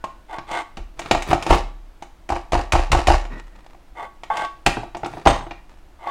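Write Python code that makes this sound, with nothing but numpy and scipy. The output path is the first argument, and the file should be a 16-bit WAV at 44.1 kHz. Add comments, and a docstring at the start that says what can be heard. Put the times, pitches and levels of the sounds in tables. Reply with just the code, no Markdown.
"""A palm strikes the handle of a manual tile cutter five times; the cutter bounces and its loose tiles chatter.
Before that the carriage slides and the wheel crunches from tile to tile; later the lever snaps back and down.
Hits are damped noise bursts plus decaying sines; the floor is a set of low decaying sines.
Chatter, crunch and rubbing are trains of tiny random impacts driving resonances.
A bare room adds filtered-noise echoes over quiet coloured noise."""
import sys
import numpy as np
from scipy import signal
from scipy.fft import rfft, irfft, next_fast_len
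from scipy.io import wavfile
from scipy.ndimage import uniform_filter1d, minimum_filter1d

SR = 44100
rng = np.random.default_rng(int(sys.argv[2]) if len(sys.argv) > 2 else 0)


def pcm_store(signal):
    """Save signal as 16-bit PCM."""
    levels = np.round(np.clip(np.atleast_2d(signal), -1, 1) * 32767)
    wavfile.write(sys.argv[1], SR, levels.astype(np.int16).T)


N = 269010
TIME = np.arange(N) / SR
RING_TIME = TIME[:SR]


def from_db(db):
    """Decibels to amplitude gain."""
    return 10 ** (np.asarray(db) / 20)


def rms_one(x):
    """Scale to unit rms."""
    return x / np.sqrt(np.mean(x ** 2) + 1e-20)


def peak_one(x):
    """Scale to unit peak."""
    return x / (np.abs(x).max() + 1e-20)


def at_hz(points, hz):
    """Interpolate a table on a log-frequency axis."""
    f, value = np.transpose(points)
    return np.interp(np.log(hz + 1e-9), np.log(f), value)


def add(track, s, sound):
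    """Mix a sound into a track at a time."""
    start = int(np.clip(round(s * SR), 0, N - 1))
    track[start:start + len(sound)] += sound[:N - start]


def fade(t60_s):
    """Exponential decay, cut after one second."""
    return np.exp(-np.log(1000) * RING_TIME / max(t60_s, 1e-3))


def coloured(x, colour):
    """Shape the spectrum of a steady signal; rms 1."""
    size = next_fast_len(len(x))
    gain = from_db(at_hz(colour, np.fft.rfftfreq(size, 1 / SR)))
    return rms_one(irfft(rfft(x, size) * gain, size)[:len(x)])


def burst(colour, t60_s, contact_s):
    """Many crowded, damped modes: coloured noise that builds up during contact and dies away."""
    size = SR // 4
    shape = (fade(t60_s) * (1 - np.exp(-(RING_TIME / contact_s) ** 2)))[:size]
    hit = coloured(rng.standard_normal(size), colour) * shape
    level = .5 * np.sqrt(np.mean(shape ** 2))
    return np.pad(level * rms_one(hit), (0, SR - size))


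def ring(modes, spread_db):
    """Decaying sines; each call draws new mode signs and level offsets."""
    out = 0
    for hz, db, t60_s in modes:
        gain = from_db(db + spread_db * rng.standard_normal()) * rng.choice([-1, 1])
        out = out + gain * fade(t60_s) * np.sin(2 * np.pi * hz * RING_TIME)
    return out


def grains(per_s, spread_db):
    """Random tiny impacts of uneven size."""
    sizes = from_db(spread_db * np.minimum(rng.exponential(1, N), 4)) * rng.choice([-1, 1], N)
    return sizes * (rng.random(N) < per_s / SR)


def excite(force, response):
    """Drive a body with a force; unit-energy response keeps the power of a noisy force."""
    return signal.fftconvolve(force, response / np.linalg.norm(response))[:N]


STROKE_PEAK, STROKE_CURVE = 0.61, 0.77  # fastest at this share of length; exponent of the swell


def swell(s, length_s, peak=STROKE_PEAK):
    """A push gathers speed, peaks and stops."""
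    ramp = np.interp((TIME - s) / length_s, [0, np.clip(peak, .05, .95), 1], [0, 1, 0])
    return ramp ** STROKE_CURVE


# bed clack spectrum: [f/Hz, relative level/dB per Hz]
KNOCK_COLOUR = [(250, -17.5), (450, -14), (620, -5.5), (780, 3.5), (950, -5.5), (1250, -12.5),
                (1700, -18.5), (3000, -27), (6000, -81.5)]
# hollow body-note spectrum: [f/Hz, relative level/dB per Hz]
HOLLOW_COLOUR = [(50, -14), (120, 4), (200, -0.5), (300, 1.5), (450, -2.5), (700, -36), (2000, -63.5)]
# frame and bed modes: [f/Hz, relative level/dB, t60/s]
BED_MODES = [(306.3, -2, 0.068), (349.3, -2.5, 0.13), (377, -19.5, 0.051), (551, -13, 0.19),
             (577.7, -9.5, 0.11), (676, 5.5, 0.053), (717, -1.5, 0.14), (759, -3.5, 0.13),
             (794.5, -3, 0.19), (855.6, -5.5, 0.25), (919.7, -8.5, 0.2), (963.4, -11, 0.1),
             (1152, -14.5, 0.53), (1300, -16, 0.24), (1473, -12, 0.12)]
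BED_SHARE_DB = -7  # frame, relative to the knock level


def knock(db, hollow_db):
    """Something hits the bed: a short clack, a hollow body note and the ringing frame."""
    clack = burst(KNOCK_COLOUR, t60_s=.034, contact_s=.0006)
    hollow = burst(HOLLOW_COLOUR, t60_s=.12, contact_s=.0008)
    frame = peak_one(ring(BED_MODES, spread_db=2))
    mix = from_db(0.36) * clack + from_db(hollow_db + 0.5) * hollow + from_db(BED_SHARE_DB) * frame
    return from_db(db) * mix


# crack spectrum: [f/Hz, relative level/dB per Hz]
CLICK_COLOUR = [(400, -25), (1000, 4), (1600, -4), (2400, 4.5), (3300, -3), (4800, -8), (7000, -21.5),
                (14000, -63.5)]
# treble spectrum of a crack: [f/Hz, relative level/dB per Hz]
TREBLE_COLOUR = [(1500, -43), (3500, -13), (5200, -5), (6200, 2.5), (8000, -1.5), (10000, -10.5),
                 (12500, -19), (16000, -23.5)]
# modes of the carriage's metal parts: [f/Hz, relative level/dB, t60/s]
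METAL_MODES = [(1875, 8, 0.13), (2207, 4, 0.14), (2310, -9.5, 0.11), (2623, 7.5, 0.028),
               (2670, -11.5, 0.13), (3120, 2.5, 0.05), (3500, -11, 0.079), (3640, 1, 0.026),
               (3890, -16, 0.6), (5380, -1, 0.077), (7400, -26, .1)]


def click(db, treble_db):
    """A hard contact of steel or ceramic: a crack with its own brightness, and a metal ring."""
    crack = burst(CLICK_COLOUR, t60_s=0.049, contact_s=0.00058)
    treble = burst(TREBLE_COLOUR, t60_s=0.061, contact_s=0.00083)
    metal = peak_one(ring(METAL_MODES, spread_db=2.5))
    return from_db(db) * (crack + from_db(treble_db) * treble + from_db(-11.5) * metal)


# floor sway modes under the cutter: [f/Hz, relative level/dB, t60/s]
FLOOR_MODES = [(28.24, 0, 0.24), (35.1, -8.5, 0.82), (57.6, 2.5, 0.24), (73.8, -4, 0.22), (101, -6, 0.19),
               (154.4, -10.5, 0.14)]


def thump(db, hardness_db_per_oct, push_s=0.023):
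    """The floor gives way under a blow and sways on; hardness tilts its modes toward the higher ones."""
    modes = []
    for hz, mode_db, t60_s in FLOOR_MODES:
        # each thump draws its mode frequencies about 4 % apart, so the sway beats irregularly
        drawn_hz = hz * rng.normal(1, .04)
        modes.append((drawn_hz, mode_db + hardness_db_per_oct * np.log2(hz), t60_s))
    sway = ring(modes, spread_db=1)
    return from_db(db) * peak_one(sway * (1 - np.exp(-RING_TIME / push_s)))


def shaking(db, lasts_s=0.091):
    """How hard the bed shakes the loose tiles after a blow: a half-Gaussian envelope."""
    return from_db(db) * np.exp(-(RING_TIME / lasts_s) ** 2)


# palm strikes: [t/s, knock level/dB, crack level/dB, floor level/dB]
BLOWS = [(2.2901, -7.5, -23, -20), (2.5204, -4, -17, -13.5), (2.7215, -2.5, -6.5, -9.5),
         (2.9169, -0.5, -5.5, -8.5), (3.0707, -1.5, -8, -6)]
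# knocks of every blow, its own first and then its bounces: [delay/s, knock level/dB, click level/dB], levels
# relative to the blow's knock
BLOW_KNOCKS = [(0.001, -8, -31), (0.0117, -1.5, -16), (0.031, 0.5, -22), (0.0713, -7.5, -23.5)]
BLOW_HOLLOW_DB, BLOW_TREBLE_DB = -25.5, -10.5
BLOW_FLOOR_LAG_S, BLOW_HARDNESS_DB_PER_OCT = 0.0077, -0.4
BLOW_CHATTER_DB = -13.5  # relative to the floor


def blows():
    """Each palm blow cracks the wheel onto the tile; the cutter bounces and the floor sways."""
    dull, bright, floor, shake = tracks = np.zeros((4, N))
    for s, db, crack_db, floor_db in BLOWS:
        add(bright, s, click(crack_db, BLOW_TREBLE_DB))
        for delay_s, knock_db, click_db in BLOW_KNOCKS:
            add(dull, s + delay_s, knock(db + knock_db, BLOW_HOLLOW_DB))
            add(bright, s + delay_s, click(db + click_db, BLOW_TREBLE_DB))
        add(floor, s + BLOW_FLOOR_LAG_S, thump(floor_db, BLOW_HARDNESS_DB_PER_OCT))
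        add(shake, s + BLOW_FLOOR_LAG_S, shaking(floor_db + BLOW_CHATTER_DB))
    return tracks


# wheel set down, three joint drops, lever back, lever down:
# [t/s, knock level/dB, crack level/dB, hollow share/dB, rebound delay/s, rebound level/dB,
#  floor lag/s, floor level/dB, hardness/dB per octave, chatter level/dB]
JOLTS = [(0.7704, -24.5, -26.5, -5, .02, -32, 0.012, -24, -8, -72),
         (1.111, -0.5, -4, -11, 0.036, -5.5, 0.019, -20.5, -5.5, -36),
         (1.312, -4, -23, -22, .018, 0, -0.018, -17, 7.5, -36),
         (1.506, 4, -11.5, -27, .02, 1, -.011, -5.5, -2, -25.5),
         (4.6624, -4.5, -1, -6.5, .007, -0.5, -0.0045, -18, -17, -32.5),
         (5.2616, 4, -23, -9, .0095, 7, -0.008, -11, 3, -21)]
JOLT_TREBLE_DB = -13
REBOUND_HOLLOW_DB, REBOUND_CLICK_DB = -28.5, -13.5  # relative to the rebound's knock
REBOUND_SHRINK, REBOUND_LOSS_DB = .75, 11  # second rebound: shorter gap, weaker


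def jolts():
    """Wheel or lever lands hard, rebounds twice and shakes the floor."""
    dull, bright, floor, shake = tracks = np.zeros((4, N))
    for (s, db, crack_db, hollow_db, rebound_s, rebound_db,
         lag_s, floor_db, hardness_db_per_oct, chatter_db) in JOLTS:
        add(dull, s, knock(db, hollow_db))
        add(bright, s, click(crack_db, JOLT_TREBLE_DB))
        for k in range(2):
            at_s = s + rebound_s * (1 + k * REBOUND_SHRINK)
            level_db = rebound_db - k * REBOUND_LOSS_DB
            add(dull, at_s, knock(level_db, REBOUND_HOLLOW_DB))
            add(bright, at_s, click(level_db + REBOUND_CLICK_DB, JOLT_TREBLE_DB))
        add(floor, s + lag_s, thump(floor_db, hardness_db_per_oct))
        add(shake, s + lag_s, shaking(chatter_db))
    return tracks


# light taps of wheel, lever and loose tiles: [t/s, knock level/dB, click level/dB, treble share/dB]
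TAPS = [(0.0402, -17.5, -25.5, -12.5), (0.384, -17.5, -26.5, -20), (0.5128, -19.5, -25.5, -7),
        (0.992, -18, -20.5, -7), (1.016, -29, -25.5, -28), (1.059, -24.5, -26, -24),
        (1.2217, -24.5, -19.5, -7.5), (1.4245, -21.5, -18, -10), (1.465, -8.5, -18.5, -12),
        (2.023, -23, -30.5, -8.5), (3.251, -22, -33.5, -13), (3.746, -36, -50, -11),
        (4.234, -25.5, -26.5, -15), (4.3695, -30, -19, -11), (4.4477, -24.5, -24, -16),
        (4.769, -10.5, -44.5, -17), (4.833, -20.5, -37.5, -14), (4.9473, -16, -27, -24),
        (4.968, -21.5, -35.5, -2), (5.033, -12, -38, -18), (5.046, -27, -23, -25),
        (5.0597, -14.5, -30.5, -4.5), (5.136, -21, -39, -18), (5.17, -21, -48, -21.5),
        (5.408, -21, -47.5, -22), (5.466, -24, -44, -22), (5.509, -20, -24, -34), (6.072, -35, -32, -28)]
TAP_HOLLOW_DB, HOLLOW_DB_PER_CLICK_DB = -22, -.45  # the clickier a tap, the less body note


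def taps():
    """Light contacts knock, click and ring, but leave the floor still."""
    dull, bright, _, _ = tracks = np.zeros((4, N))
    for s, db, click_db, treble_db in TAPS:
        hollow_db = TAP_HOLLOW_DB + HOLLOW_DB_PER_CLICK_DB * (click_db - db)
        add(dull, s, knock(db, hollow_db))
        add(bright, s, click(click_db, treble_db))
    return tracks


# rail notes, at the start and on the first tap: [t/s, f/Hz, level/dB, t60/s]
RAIL_NOTES = [(0.0, 1476, -57, 1.3), (0.041, 1067, -20, 0.065)]
# small steel parts rung by the last snap: [f/Hz, level/dB, t60/s]
SNAP_MODES = [(3160, -24.5, 0.12), (3700, -25.5, 0.11), (4660, -43, 0.15), (6440, -34.5, 0.3),
              (8340, -29, .14)]
SNAP_RING_S = 5.278


def ringing():
    """The rail and small steel parts ring on as decaying sines."""
    out = np.zeros(N)
    for s, hz, db, t60_s in RAIL_NOTES:
        add(out, s, ring([(hz, db, t60_s)], spread_db=0))
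    add(out, SNAP_RING_S, ring(SNAP_MODES, spread_db=0))
    return out


# gritty clack spectrum: [f/Hz, relative level/dB per Hz]
GRIT_COLOUR = [(100, -25), (350, 7), (800, 11), (1500, 2), (2800, -4), (4500, -6.5), (8000, -16.5),
               (11000, -26), (16000, -53)]


def rattle(level, per_s, ring_db):
    """Uneven tiny impacts in three summed layers, each with its own random clack and metal response."""
    out = 0
    for _ in range(3):
        ticks = level * rms_one(grains(per_s, spread_db=4)) / np.sqrt(3)
        out = out + excite(ticks, burst(GRIT_COLOUR, t60_s=.028, contact_s=.0003))
        out = out + from_db(ring_db) * excite(ticks, ring(METAL_MODES, spread_db=0.5))
    return out


# faint settling ticks: [t/s, length/s, level/dB]
SETTLING = [(3.207, 0.53, -52.5), (5.343, .45, -56.5)]


def chatter(shake):
    """Loose tiles rattle while the bed shakes, then settle with a few ticks."""
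    settling = sum(from_db(db) * (TIME > s) * (TIME < s + length_s) for s, length_s, db in SETTLING)
    return rattle(shake, per_s=180, ring_db=-15.5) + rattle(settling, per_s=14, ring_db=-31)


# wheel pressure on glaze and grit: [t/s, length/s, crunch level/dB]
SCORES = [(0.958, 0.24, -39.5), (1.259, 0.075, -26), (1.325, 0.26, -38.5), (1.468, 0.12, -23.5),
          (4.947, 0.35, -45)]
# splintering glaze spectrum: [f/Hz, relative level/dB per Hz]
FIZZ_COLOUR = [(1500, -22), (4500, -21), (9000, 14), (16000, 2)]
GRUMBLE_DB, FIZZ_DB = -3.5, -23.5  # relative to the crunch


def wheel():
    """Glaze and grit crumble under the wheel: a crunch, a fine fizz and a grumble in the bed."""
    pressure = sum(from_db(db) * swell(s, length_s) for s, length_s, db in SCORES)
    chips = pressure * rms_one(grains(per_s=1500, spread_db=7))
    crunch = rattle(pressure, per_s=400, ring_db=-32)
    grumble = excite(chips, burst(HOLLOW_COLOUR, t60_s=.05, contact_s=.0008))
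    fizz = excite(chips, burst(FIZZ_COLOUR, t60_s=.01, contact_s=.0002))
    return crunch + from_db(GRUMBLE_DB) * grumble + from_db(FIZZ_DB) * fizz


# binding carriage: [t/s, length/s, drag level/dB]
BINDS = [(4.301, 0.14, -32), (6.067, .1, -38.5)]
BITE_DB, BITE_S, BIND_RELEASE_S = 12, 0.011, 0.0078


def binding():
    """Friction while the carriage binds: a hard bite, a steady drag, a quick release."""
    force = np.zeros(N)
    for s, length_s, db in BINDS:
        bite = 1 + from_db(BITE_DB) * np.exp(-RING_TIME / BITE_S)
        release = np.exp(-np.maximum(RING_TIME - length_s, 0) / BIND_RELEASE_S)
        add(force, s, from_db(db) * bite * release)
    return force


# rubbed-rail resonances: [f/Hz, bandwidth/Hz, relative level/dB]
RAIL = [(330, 59, -7.5), (700, 140, -2), (940, 81, -0.5), (1174, 29, 1.5), (1477, 46, -8),
        (1970, 140, -6.5), (2157, 110, -9.5), (2520, 26, -13.5), (3530, 91, -23)]


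def rail_resonances(slips):
    """Broad rail modes as parallel two-pole filters of alternating sign; rms 1."""
    rail = 0
    for k, (hz, width_hz, db) in enumerate(RAIL):
        r = np.exp(-np.pi * width_hz / SR)
        poles = [1, -2 * r * np.cos(2 * np.pi * hz / SR), r * r]
        band = signal.lfilter([1, 0, -1], poles, slips)
        rail = rail + (-1) ** k * from_db(db) * (1 - r * r) * band
    return rms_one(rail)


# carriage pushes: [t/s, length/s, push level/dB, hiss share/dB]
STROKES = [(0.282, .105, -29.5, -19), (0.468, 0.17, -21.5, -13.5), (3.949, 0.13, -27.5, -23),
           (4.299, 0.18, -26, -14), (5.988, 0.22, -30.5, -20)]
# dry hiss spectrum: [f/Hz, relative level/dB per Hz]
HISS_COLOUR = [(200, -12), (1000, 2.5), (2200, 10), (3500, 7.5), (5500, -5.5), (9000, -4), (11000, -32.5),
               (16000, -32.5)]
# sharply tuned rail bending modes: [f/Hz, relative level/dB, t60/s]
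SQUEAL_MODES = [(683, -6, 0.16), (865, 9.5, 0.059), (1119, 5, 0.25), (1554, -6.5, 0.33), (2160, -4, 0.12),
                (2590, -20, 0.081), (3160, -11.5, 0.087), (3530, -16.5, 0.126)]
BIND_RUB_DB, STROKE_SING_DB = -6.5, -7.5  # rubbing added by binding; singing added by rubbing


def carriage():
    """Dense little slips excite the rail's broad resonances, its singing modes and a dry hiss."""
    slips = rms_one(grains(per_s=2500, spread_db=4.0))
    drag = binding()
    rubbing, hissing = from_db(BIND_RUB_DB) * drag, 0
    for s, length_s, db, hiss_db in STROKES:
        push = from_db(db) * swell(s, length_s)
        rubbing = rubbing + push
        hissing = hissing + from_db(hiss_db) * push
    rub = from_db(-4.5) * rubbing * rail_resonances(slips)
    hiss = hissing * coloured(slips, HISS_COLOUR)
    singing = drag + from_db(STROKE_SING_DB) * rubbing
    squeal = excite(singing * slips, ring(SQUEAL_MODES, spread_db=0))
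    return rub + hiss + squeal


# palm slides along the plastic handle: [t/s, length/s, rubbing level/dB]
PALM_SLIDES = [(3.298, 0.13, -37), (3.506, 0.17, -55)]
# rubbing-skin spectrum: [f/Hz, relative level/dB per Hz]
PALM_COLOUR = [(500, 15), (1600, 2), (1900, -2), (2200, 5), (3500, -6), (12000, -36)]
SQUEAK_HZ, SQUEAK_T60_S, SQUEAK_DB = 1890, .035, -4  # handle resonance


def palm():
    """Skin sticks and slips on the handle and sets it squeaking."""
    slide = sum(from_db(db) * swell(s, length_s, peak=0.14) for s, length_s, db in PALM_SLIDES)
    slips = slide * rms_one(grains(per_s=1500, spread_db=3))
    rub = excite(slips, burst(PALM_COLOUR, t60_s=.02, contact_s=.0003))
    squeak = excite(slips, fade(SQUEAK_T60_S) * np.sin(2 * np.pi * SQUEAK_HZ * RING_TIME))
    return rub + from_db(SQUEAK_DB) * squeak


SOFT_THUD_S = 2.9


def soft_thud():
    """A soft low thud just before the fourth blow: floor sway plus a hollow noise burst."""
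    out = np.zeros(N)
    body = burst(HOLLOW_COLOUR, t60_s=0.094, contact_s=0.0023)
    add(out, SOFT_THUD_S, thump(db=-20.5, hardness_db_per_oct=5.9) + from_db(-27) * body)
    return out


# room decay: [f/Hz, t60/s]
ROOM_T60 = [(150, 0.49), (500, 0.33), (1200, 0.44), (3000, 0.38), (7000, 0.37), (14000, 0.34)]


def room(x, first_echo_s=0.0037, build_s=0.0016):
    """Diffuse echoes off bare walls: noise bands, each dying at its own rate."""
    edges_hz, tail = np.geomspace(90, 18000, num=9), 0
    for low, high in zip(edges_hz, edges_hz[1:]):
        sos = signal.butter(2, [low, high], "band", fs=SR, output="sos")
        band = signal.sosfilt(sos, rng.standard_normal(SR))
        tail = tail + band * fade(at_hz(ROOM_T60, np.sqrt(low * high)))
    tail = tail * (1 - np.exp(-np.maximum(RING_TIME - first_echo_s, 0) / build_s))
    return excite(x, tail)


# room-quiet spectrum: [f/Hz, relative level/dB per Hz]
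AMBIENCE = [(12, -6.5), (20, 0), (41, -7.5), (98, -24), (215, -27.5), (255, -27.5), (356, -22), (387, -33),
            (677, -29), (15900, -58)]
AMBIENCE_DB = -45.5


def quiet_room():
    """Steady coloured noise stands for the quiet of the room."""
    return from_db(AMBIENCE_DB) * coloured(rng.standard_normal(N), AMBIENCE)


def scene():
    """The cutter, its echoes and the quiet of the room."""
    dull, bright, floor, shake = blows() + jolts() + taps()
    bright = bright + ringing()
    soft = chatter(shake) + wheel() + carriage() + palm() + soft_thud()
    echoes = room(from_db(-11.0) * dull + from_db(-8.5) * bright + from_db(-14.0) * soft)
    return (dull + bright + soft + floor + echoes + quiet_room())[None]


CUTOFF_HZ = 15900


def record(dry):
    """A very fast limiter holds peaks at full scale; a steep low-pass then cuts the top."""
    needed_gain = 1 / np.maximum(np.abs(dry), 1)
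    gain = uniform_filter1d(minimum_filter1d(needed_gain, size=11), size=11)
    low_pass = signal.ellip(10, .1, 70, CUTOFF_HZ, fs=SR, output="sos")
    return signal.sosfilt(low_pass, dry * gain)


dry = scene()
out = record(dry)
pcm_store(out)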